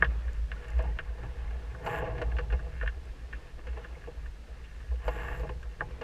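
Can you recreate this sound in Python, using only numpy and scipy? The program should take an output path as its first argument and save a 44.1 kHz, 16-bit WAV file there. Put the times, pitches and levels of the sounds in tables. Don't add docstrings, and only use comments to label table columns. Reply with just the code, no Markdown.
import sys
import numpy as np
from scipy import signal
from scipy.fft import rfft, irfft, next_fast_len
from scipy.io import wavfile
from scipy.ndimage import uniform_filter1d, map_coordinates

SR = 44100
rng = np.random.default_rng(int(sys.argv[2]) if len(sys.argv) > 2 else 0)


def transcribe(u):
    v = np.clip(np.atleast_2d(u).T, -1, 1)
    q = np.round(v * 32767).astype(np.int16)
    wavfile.write(sys.argv[1], SR, q)


N = 265923
TIME = np.arange(N) / SR

# (time [s], level [dB])
WIND_LEVEL = [(0, -36.5), (0.1, -39.5), (0.52, -31), (0.62, -40), (1.0, -34), (1.2, -37), (1.5, -35.5),
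              (1.75, -39.5), (2.1, -35.5), (2.4, -32.5), (2.72, -37.5), (2.95, -35), (3.15, -39),
              (3.95, -41.5), (4.3, -35), (4.42, -48), (4.55, -39.5), (4.8, -40), (5.0, -39.5), (5.4, -31.5),
              (5.7, -38.5), (6.03, -39)]
# (time [s], level [dB], hold [s])
POLE_JOLTS = [(0.08, -21.5, 0.016), (0.167, -24.5, 0.017), (0.274, -27.5, 0.014), (0.44, -32.5, 0.017),
              (0.767, -20.5, 0.023), (0.88, -25, 0.012), (1.485, -29, 0.015), (2.268, -24.5, 0.02),
              (2.352, -22.5, 0.01), (2.526, -21, 0.019), (2.816, -26, 0.06), (3.702, -29, 0.018),
              (4.914, -23.5, 0.017), (5.07, -25.5, 0.022)]
# (frequency [Hz], density [dB per Hz])
BUFFET_COLOUR = [(8, -22), (20, 4), (42, 0.5), (62, 6.5), (80, -5.5), (100, -25), (200, -32.5), (400, -55),
                 (1000, -120)]
# (frequency [Hz], width [Hz], level [dB])
POLE_MODES = [(115.4, 13, 3.5), (150.3, 21.5, 1.5)]
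# (time [s], level [dB], hold [s], draining [dB per s], splash [dB re wave])
HULL_WAVES = [(0.622, -52, 0.15, 30, -5.5), (1.195, -54.5, 0.7, 21, -8.5), (1.88, -36.5, 0.085, 25, -2),
              (3.68, -56, 0.12, 49, -18), (5.061, -48, 0.18, 69, 0), (5.188, -44, 0.15, 70, 0)]
# (frequency [Hz], width [Hz], level [dB])
HULL_MODES = [(326, 38, -11), (435, 33, -8.5), (488.2, 30.6, 3), (656, 36, -3), (718, 51, -10.5),
              (838, 32.5, -2), (904, 75, -9.5), (1038, 33, -6), (1133, 93, -3.5), (1460, 200, -7.5),
              (1666, 95, -1), (1785, 39, -3), (2127, 40, -4), (2497, 450, -8), (2720, 127, -2)]
# (time [s], level [dB], splash [dB], t60 [s], air pocket [Hz], thud [dB])
HULL_SLAPS = [(0.789, -28.5, -7.5, 0.18, 630, 1), (0.836, -35, -9, 0.23, 860, 13.5),
              (1.1, -44, -20, 0.097, 560, 9), (1.182, -42.5, -6, 0.11, 463, 3),
              (1.229, -37, -5, 0.14, 800, 15), (1.506, -43.5, 5, 0.12, 520, 0),
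              (1.864, -22, -5, 0.052, 655, -2), (1.872, -23.5, -16, 0.09, 1070, 2.5),
              (2.022, -25.5, -28, 0.12, 574, 7.5), (2.079, -36.5, -24, 0.44, 725, 13),
              (2.18, -34, -4, 0.092, 659, 0), (2.216, -25.5, -1.5, 0.064, 580, 6),
              (2.385, -29.5, -4, 0.085, 510, -3), (2.523, -30.5, -4, 0.099, 480, 10),
              (2.66, -41, -14, 0.17, 420, 7), (2.828, -31.5, -22, 0.089, 564, -2),
              (3.59, -42.5, -9, 0.049, 420, 0), (3.668, -38.5, 5.5, 0.13, 517, 1),
              (3.728, -45, 3, 0.06, 620, -2), (3.772, -35.5, -5.5, 0.088, 473, 1),
              (3.963, -42.5, -10, 0.074, 487, 11), (4.074, -33.5, -26, 0.1, 440, 4),
              (4.79, -50, 3, 0.06, 480, 11), (4.914, -43, -13, 0.12, 496, -5),
              (5.079, -20, -7.5, 0.077, 647, -4), (5.394, -35, -1.5, 0.15, 479, -7),
              (5.431, -33, -17, 0.13, 544, 3), (5.492, -29.5, -11, 0.062, 466, 4),
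              (5.812, -33.5, -21, 0.11, 950, -1), (5.908, -41, -3, 0.026, 500, 10),
              (6.012, -27, -4, 0.11, 525, -4)]
# (frequency [Hz], level [dB])
CONTACT_COLOUR = [(1500, -34), (2800, 8), (3600, -10), (4500, 5.5), (5200, -9.5), (5800, -7), (9000, -23),
                  (15000, -34)]
# (time [s], level [dB], thud [dB], edge [dB], rattle [dB], fall of the ringing tail [octaves per s])
RIGGING_CLACKS = [(0.0232, -7.5, -4.5, -23, -6.5, 76), (0.0443, -24, 1, -1.5, 3.5, 10.5),
                  (0.28, -41.5, -24, -32, 4, 8.9), (0.5166, -27, -5, -7.5, -2.5, 19),
                  (0.6453, -43.5, 11, 9, 0, 25), (0.6852, -42.5, -11, -17, -3, 20),
                  (0.988, -24.5, -5.5, -10, -0.5, 25), (1.747, -38, 17, -9, 0.5, 33),
                  (2.3157, -39, -9, -14, 3, 30), (2.367, -36, -4, -2, -1, 18), (2.386, -29, -5, -14, 2, 20),
                  (2.501, -36, -1, -6, 3, 31), (2.592, -36.5, -3, -28, -3.5, 48),
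                  (2.8117, -27.5, -2, -13, -3, 48), (2.827, -32, -2, -11, 2, 70),
                  (2.860, -32, 0, -10, -1, 20), (2.876, -24, -7, -9, -1, 17), (3.3281, -33, -7, -11, 7, 20),
                  (3.8462, -36, 2, -7, -1.5, 50), (4.039, -42.5, -8, -17, 3, 20),
                  (4.258, -43.5, -7, -12, 5, 18), (5.284, -30.5, -5, -25, -7, 20),
                  (5.6283, -41, 4, -2, -2, 35), (5.807, -19, 0.5, -24, -5.5, 75)]
# (frequency [Hz], level [dB])
CLACK_SPECTRUM = [(100, -42), (220, -44), (330, -18), (1700, -23.5), (2020, -38), (2400, -21.5),
                  (2950, -26), (4300, -43.5), (9000, -67)]
# (frequency [Hz], half width [Hz], level [dB])
FITTING_MODES = [(482, 44, -10), (650, 29, -15.5), (1040, 97, -19), (1160, 104, -11.5), (1315, 28, -15),
                 (1486, 79, -5), (1662, 106, -0.5), (1808, 94, -1.5), (2136, 84, -13), (2380, 150, -22.5),
                 (2765, 114, -17), (3120, 130, -33.5), (3450, 43, -29), (4130, 59, -60)]
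# (time [s], level [dB], starting pitch [Hz])
WAKE_BUBBLES = [(0.565, -46.5, 1430), (0.718, -48, 2040), (0.92, -50, 1860), (1.09, -54, 1510),
                (1.476, -53, 2100), (3.952, -49, 2110)]
# (time [s], level [dB], hold [s])
SPRAY_SHEETS = [(1.855, -62, 0.14), (5.055, -67, 0.36)]
# (time [s], level [dB])
HOUSING_DROPS = [(0.332, -59), (0.684, -58), (0.7033, -58), (0.785, -60), (0.826, -59), (2.2188, -56),
                 (3.054, -65), (5.083, -67), (5.63, -62)]
# (frequency [Hz], width [Hz], level [dB])
SHELL_MODES = [(7400, 630, 5), (11050, 1500, -0.5), (12050, 300, 4), (13300, 400, -21), (14600, 790, -23)]
# (frequency [Hz], density [dB per Hz])
SEA_COLOUR = [(110, -31), (180, -2.5), (308, -6), (357, -6), (480, -2), (546, -7.5), (645, -9.5),
              (1400, -13), (1790, -14), (1960, -14.5), (2680, -17.5), (3610, -23), (15000, -42)]
# (time [s], level [dB], fizz level [dB])
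WAKE_LEVELS = [(0, -55, -63), (0.6, -57, -58.5), (1.3, -57, -64), (2.9, -58.5, -60.5), (3.1, -58.5, -66),
               (3.5, -58, -64.5), (3.9, -56.5, -60), (4.4, -58, -70.5), (4.6, -57, -62), (4.95, -56, -61.5),
               (5.6, -57, -62.5), (6.03, -54, -72)]

JOLT_RISE_DB_PER_S, JOLT_FALL_DB_PER_S, THUMP_FALL_DB_PER_S = 432, 237, 119
SWAY_HZ, SWAY_WANDER_HZ, FLUTTER_DB = 55.8, 3.67, 1
BEAT_HZ, BEAT_WANDER_HZ, BEAT_DEPTH = 8.2, 2.04, 0.67
SWAY_DB, BUFFET_DB = -3.5, -6
THUMP_DB, CLACK_THUMP_DB = -21, -4.5
UPPER_WIND_DB, UPPER_WAVE_DB = -20.5, -7.5
UPPER_DRAINS = 0.6

WAVE_RISE_DB_PER_S, SPLASH_RISE_DB_PER_S = 168, 294
SPLASH_DRAINS = 2.7
HULL_SHIFT = 0.021
SLAP_ATTACK_SHARE = 0.016
SLAP_DIRECT_DB = -15
POCKET_DB, POCKET_WIDTH = 8, 0.21
CRACK_DB, CRACK_T60_S = -16.5, 0.029
RIPPLE_DB, RIPPLE_SPREAD_DB, RIPPLE_HZ, RIPPLE_RISE_S = -52.5, 5, 900, 0.011
SPRAY_EDGE_DB_PER_S = 800
SIZZLE_PULSE_HZ, SIZZLE_PULSE_DEPTH = 85, 0.4

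RATTLE_RISE_S, RATTLE_T60_S = 0.0022, 0.05
ONSET_NOISE_DB, ONSET_NOISE_S = -21, 0.008
TAIL_DB, TAIL_T60_S, TAIL_HZ, TAIL_RISE_S = -12, 0.05, 1900, 0.0031

TOP_HZ = 15250


def pole():
    wind = amp(curves(WIND_LEVEL)[0])
    phase = 2 * np.pi * np.cumsum(SWAY_HZ + SWAY_WANDER_HZ * wobble(24.19)) / SR
    beat = 2 * np.pi * np.cumsum(BEAT_HZ + BEAT_WANDER_HZ * wobble(8.5)) / SR
    flutter = unit((1 + BEAT_DEPTH * np.sin(beat)) * amp(FLUTTER_DB * wobble(17)))
    jolts = [swell(s, db, hold, JOLT_RISE_DB_PER_S, JOLT_FALL_DB_PER_S) for s, db, hold in POLE_JOLTS]
    drive = together([wind * flutter] + jolts)
    sway = amp(SWAY_DB) * drive * unit(np.sin(phase))

    buffet = unit(filtered(rng.standard_normal(N), colour(BUFFET_COLOUR)))
    buffeting = amp(BUFFET_DB) * wind * buffet

    upper_band = lambda f: resonances(POLE_MODES)(f) * above(f, 74) * (1 - above(f, 181))
    upper = unit(filtered(rng.standard_normal(N), upper_band))
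    blows = [(s, db + thud_db) for s, db, *_, thud_db in HULL_SLAPS]
    blows += [(s, db + thud_db + CLACK_THUMP_DB) for s, db, thud_db, *_ in RIGGING_CLACKS]
    thumps = [swell(s, db + THUMP_DB, 0.0049, JOLT_RISE_DB_PER_S, THUMP_FALL_DB_PER_S) for s, db in blows]
    stir = together([amp(UPPER_WIND_DB) * wind, amp(UPPER_WAVE_DB) * flow(UPPER_DRAINS)] + thumps)
    return sway + buffeting + stir * upper


def wash():
    hull = resonances(HULL_MODES)
    churn_band = lambda f: hull(f) * above(f, 230) * (1 - above(f, 930))
    churn = filtered(patter(rate=6500, spread_db=0.5), churn_band)

    splash_top = lambda f: 1 - above(f, 2370) + amp(-25) * (1 - above(f, 6000))
    splash = filtered(patter(rate=2800, spread_db=1.5), lambda f: hull(f) * above(f, 520) * splash_top(f))
    splashing = together([swell(s, db + splash_db, hold, SPLASH_RISE_DB_PER_S, SPLASH_DRAINS * fall)
                          for s, db, hold, fall, splash_db in HULL_WAVES])

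    lapping = amp(0.34 * wobble(25))
    churned = amp(-2.5) * flow() * patchy(churn, depth_db=1.5)
    return lapping * (churned + splashing * patchy(splash, depth_db=0.2))


def slaps():
    out, t = np.zeros(N), np.arange(SR // 4) / SR
    crack_ring = causal(colour(CONTACT_COLOUR))
    for s, db, splash_db, t60, pocket_hz, thud_db in HULL_SLAPS:
        hull = hull_pressed(rng.uniform(-0.82, 1))
        attack = 1 - np.exp(-t / (SLAP_ATTACK_SHARE * t60))
        burst = rng.standard_normal(len(t)) * amp(-60 * t / t60) * attack

        pocket_db = lambda f: POCKET_DB * np.exp(-(np.log((f + 1) / pocket_hz) / POCKET_WIDTH) ** 2)
        body_db = lambda f: 0.98 * thud_db * (1 - above(f, 354)) + splash_db * above(f, 1200)
        dulling_db = lambda f: -21 * above(f, 2980) - 16 * above(f, 7000)
        tone = lambda f: amp(pocket_db(f) + body_db(f) + dulling_db(f))
        direct = lambda f: amp(SLAP_DIRECT_DB) * (1 - above(f, 1200))
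        ring = causal(lambda f: np.hypot(np.abs(hull(f)), direct(f)) * above(f, 278) * tone(f))
        add(out, s - 0.001, signal.fftconvolve(burst, ring), db)

        crack = rng.standard_normal(len(t)) * amp(-60 * t / CRACK_T60_S) * (1 - np.exp(-t / 0.0029))
        add(out, s, signal.fftconvolve(crack, crack_ring), db + splash_db + CRACK_DB)
    return out


def clacks():
    out, t = np.zeros(N), np.arange(SR // 6) / SR - 0.02
    after = np.maximum(t, 0)
    peaks = lambda f: sum(amp(db) * np.exp(-((f - hz) / width) ** 2) for hz, width, db in FITTING_MODES)
    fitting = lambda f: colour(CLACK_SPECTRUM)(f) + peaks(f)
    dispersion = lambda f: np.exp(-2j * np.pi * 0.25 * np.sqrt(f))
    for s, db, thud_db, edge_db, rattle_db, fall in RIGGING_CLACKS:
        rattle_gain = amp(-60 * after / RATTLE_T60_S) * (1 - np.exp(-after / RATTLE_RISE_S))
        rattle = rng.standard_normal(len(t)) * rattle_gain
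        onset_noise = rng.standard_normal(len(t)) * np.exp(-np.abs(t) / ONSET_NOISE_S)
        force = amp(rattle_db) * rattle / np.linalg.norm(rattle)
        force += amp(ONSET_NOISE_DB) * onset_noise / np.linalg.norm(onset_noise)
        force[np.searchsorted(t, 0)] += 1

        tone_db = lambda f: (thud_db + 4.5) * (1 - above(f, 1650)) + (edge_db + 15.5) * above(f, 2400)
        ring = causal(lambda f: fitting(f) * amp(tone_db(f)))
        blow = signal.fftconvolve(force, ring)[:len(t)]
        add(out, s + t[0] - 0.002, filtered(blow, dispersion), db)

        phase = 2 * np.pi * np.cumsum(TAIL_HZ * 2 ** (-fall * after)) / SR + rng.uniform(0, 2 * np.pi)
        tail_gain = amp(-60 * after / TAIL_T60_S) * (1 - np.exp(-after / TAIL_RISE_S)) ** 2
        add(out, s + t[0], np.sin(phase) * tail_gain, db + TAIL_DB + min(rattle_db, 0))
    return out


def spray():
    sizzle_band = lambda f: resonances(SHELL_MODES)(f) * above(f, 4600)
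    sizzle = filtered(patter(rate=6300, spread_db=2.5), sizzle_band)
    thrown = together([swell(s, db, hold, SPRAY_EDGE_DB_PER_S, SPRAY_EDGE_DB_PER_S)
                       for s, db, hold in SPRAY_SHEETS])
    pulse_phase = 2 * np.pi * np.cumsum(SIZZLE_PULSE_HZ * (1 + 0.25 * wobble(26))) / SR
    pulsing = 1 + SIZZLE_PULSE_DEPTH * np.sin(pulse_phase)
    out = thrown * unit(pulsing * sizzle)

    t = np.arange(SR // 50) / SR
    tick = colour([(1500, -21), (4000, -10), (7300, -1.0), (9000, -13), (12000, -11), (15000, -22)])
    for s, db in HOUSING_DROPS:
        splat = rng.standard_normal(len(t)) * t * amp(-60 * t / 0.004)
        add(out, s, filtered(splat, tick), db + 9.5)
    return out


def ripples(count=90):
    out, t = np.zeros(N), np.arange(SR // 8) / SR
    times = (np.arange(count) + rng.random(count)) * N / SR / count
    for s, (pitch, size, shift) in zip(times, rng.uniform(-1.16, 1, (count, 3))):
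        hull = hull_pressed(2 * shift)
        centre_hz = RIPPLE_HZ * np.exp(0.9 * pitch)
        lap = rng.standard_normal(len(t)) * t * np.exp(-t / RIPPLE_RISE_S)
        band = lambda f: hull(f) * np.exp(-(np.log((f + 1) / centre_hz) / 0.65) ** 2)
        add(out, s, filtered(lap, band), RIPPLE_DB + RIPPLE_SPREAD_DB * size)
    return out


def bubbles():
    out = np.zeros(N)
    for s, db, hz in WAKE_BUBBLES:
        add(out, s, plip(hz, rise=0.02), db)
    return out


def sea():
    level_db, fizz_db = curves(WAKE_LEVELS)
    rush = unit(filtered(rng.standard_normal(N), colour(SEA_COLOUR)))
    low_rush = filtered(rush, lambda f: 1 - above(f, 3270))
    fizz_band = lambda f: resonances(HULL_MODES)(f) * above(f, 1250) * (1 - above(f, 2430))
    fizz = filtered(patter(rate=700, spread_db=3), fizz_band)

    wake = amp(level_db + 1.7 * wobble(6.8)) * patchy(low_rush, depth_db=1.94)
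    fizzing = amp(fizz_db + 2.0 * wobble(11)) * patchy(fizz, depth_db=2)
    hiss = amp(-53.0 + 0.33 * wobble(5.46)) * (rush - low_rush)
    return wake + fizzing + hiss


def flow(drains=1):
    return together([swell(s, db, hold, WAVE_RISE_DB_PER_S, drains * fall)
                     for s, db, hold, fall, _ in HULL_WAVES])


def hull_pressed(shift):
    return resonances([(hz * np.exp(HULL_SHIFT * shift), width, db) for hz, width, db in HULL_MODES])


def plip(hz, rise):
    cycles = hz * np.arange(SR // 16) / SR
    life = 1 - np.exp(-cycles / 10)
    return np.sin(2 * np.pi * cycles * (1 + rise * life)) * (1 - life) * (1 - np.exp(-cycles / 3))


def patchy(x, depth_db):
    z = signal.stft(x, nperseg=1024)[2]
    across_bands = uniform_filter1d(rng.standard_normal(z.shape), size=5, axis=0)
    field = uniform_filter1d(across_bands, size=3, axis=1)
    return unit(signal.istft(z * amp(depth_db * unit(field)), nperseg=1024)[1][:N])


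def patter(rate, spread_db):
    hits = rng.random(N) < rate / SR
    return unit(hits * rng.standard_normal(N) * amp(spread_db * rng.standard_normal(N)))


def swell(s, db, hold, rise, fall):
    return amp(db - rise * np.maximum(s - TIME, 0) - fall * np.maximum(TIME - s - hold, 0))


def together(gains):
    return np.sqrt(np.sum(np.square(gains), axis=0))


def resonances(modes):
    return lambda f: sum(amp(db) * 1j * f * w / (c * c - f * f + 1j * f * w) for c, w, db in modes)


def causal(response, size=4096):
    cepstrum = irfft(np.log(np.abs(response(np.fft.rfftfreq(size, 1 / SR))) + 1e-6))
    cepstrum[1:size // 2] *= 2
    cepstrum[size // 2 + 1:] = 0
    return irfft(np.exp(rfft(cepstrum)))


def filtered(x, response):
    size = next_fast_len(len(x) + SR // 4)
    return irfft(rfft(x, size) * response(np.fft.rfftfreq(size, 1 / SR)), size)[:len(x)]


def colour(points):
    hz, db = np.transpose(points)
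    return lambda f: amp(np.interp(np.log(f + 1), np.log(hz), db))


def above(f, edge_hz):
    return 1 - 1 / (1 + (f / edge_hz) ** 8)


def wobble(rate):
    return map_coordinates(rng.standard_normal(int(N * rate / SR) + 4), [TIME * rate])


def curves(rows):
    s, *cols = np.transpose(rows)
    return [np.interp(TIME, s, c) for c in cols]


def amp(db):
    return 10 ** (np.asarray(db) / 20)


def unit(x):
    return x / np.sqrt(np.mean(x ** 2) + 1e-20)


def add(track, s, sound, db):
    part = track[max(round(s * SR), 0):][:len(sound)]
    part += amp(db) * sound[:len(part)] / np.abs(sound).max()


def scene():
    return (pole() + wash() + slaps() + clacks() + spray() + ripples() + bubbles() + sea())[None]


def record(dry):
    response = lambda f: amp(-5 * above(f, 11900)) * (f < TOP_HZ)
    return np.array([filtered(channel, response) for channel in dry])


dry = scene()
out = record(dry)
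transcribe(out)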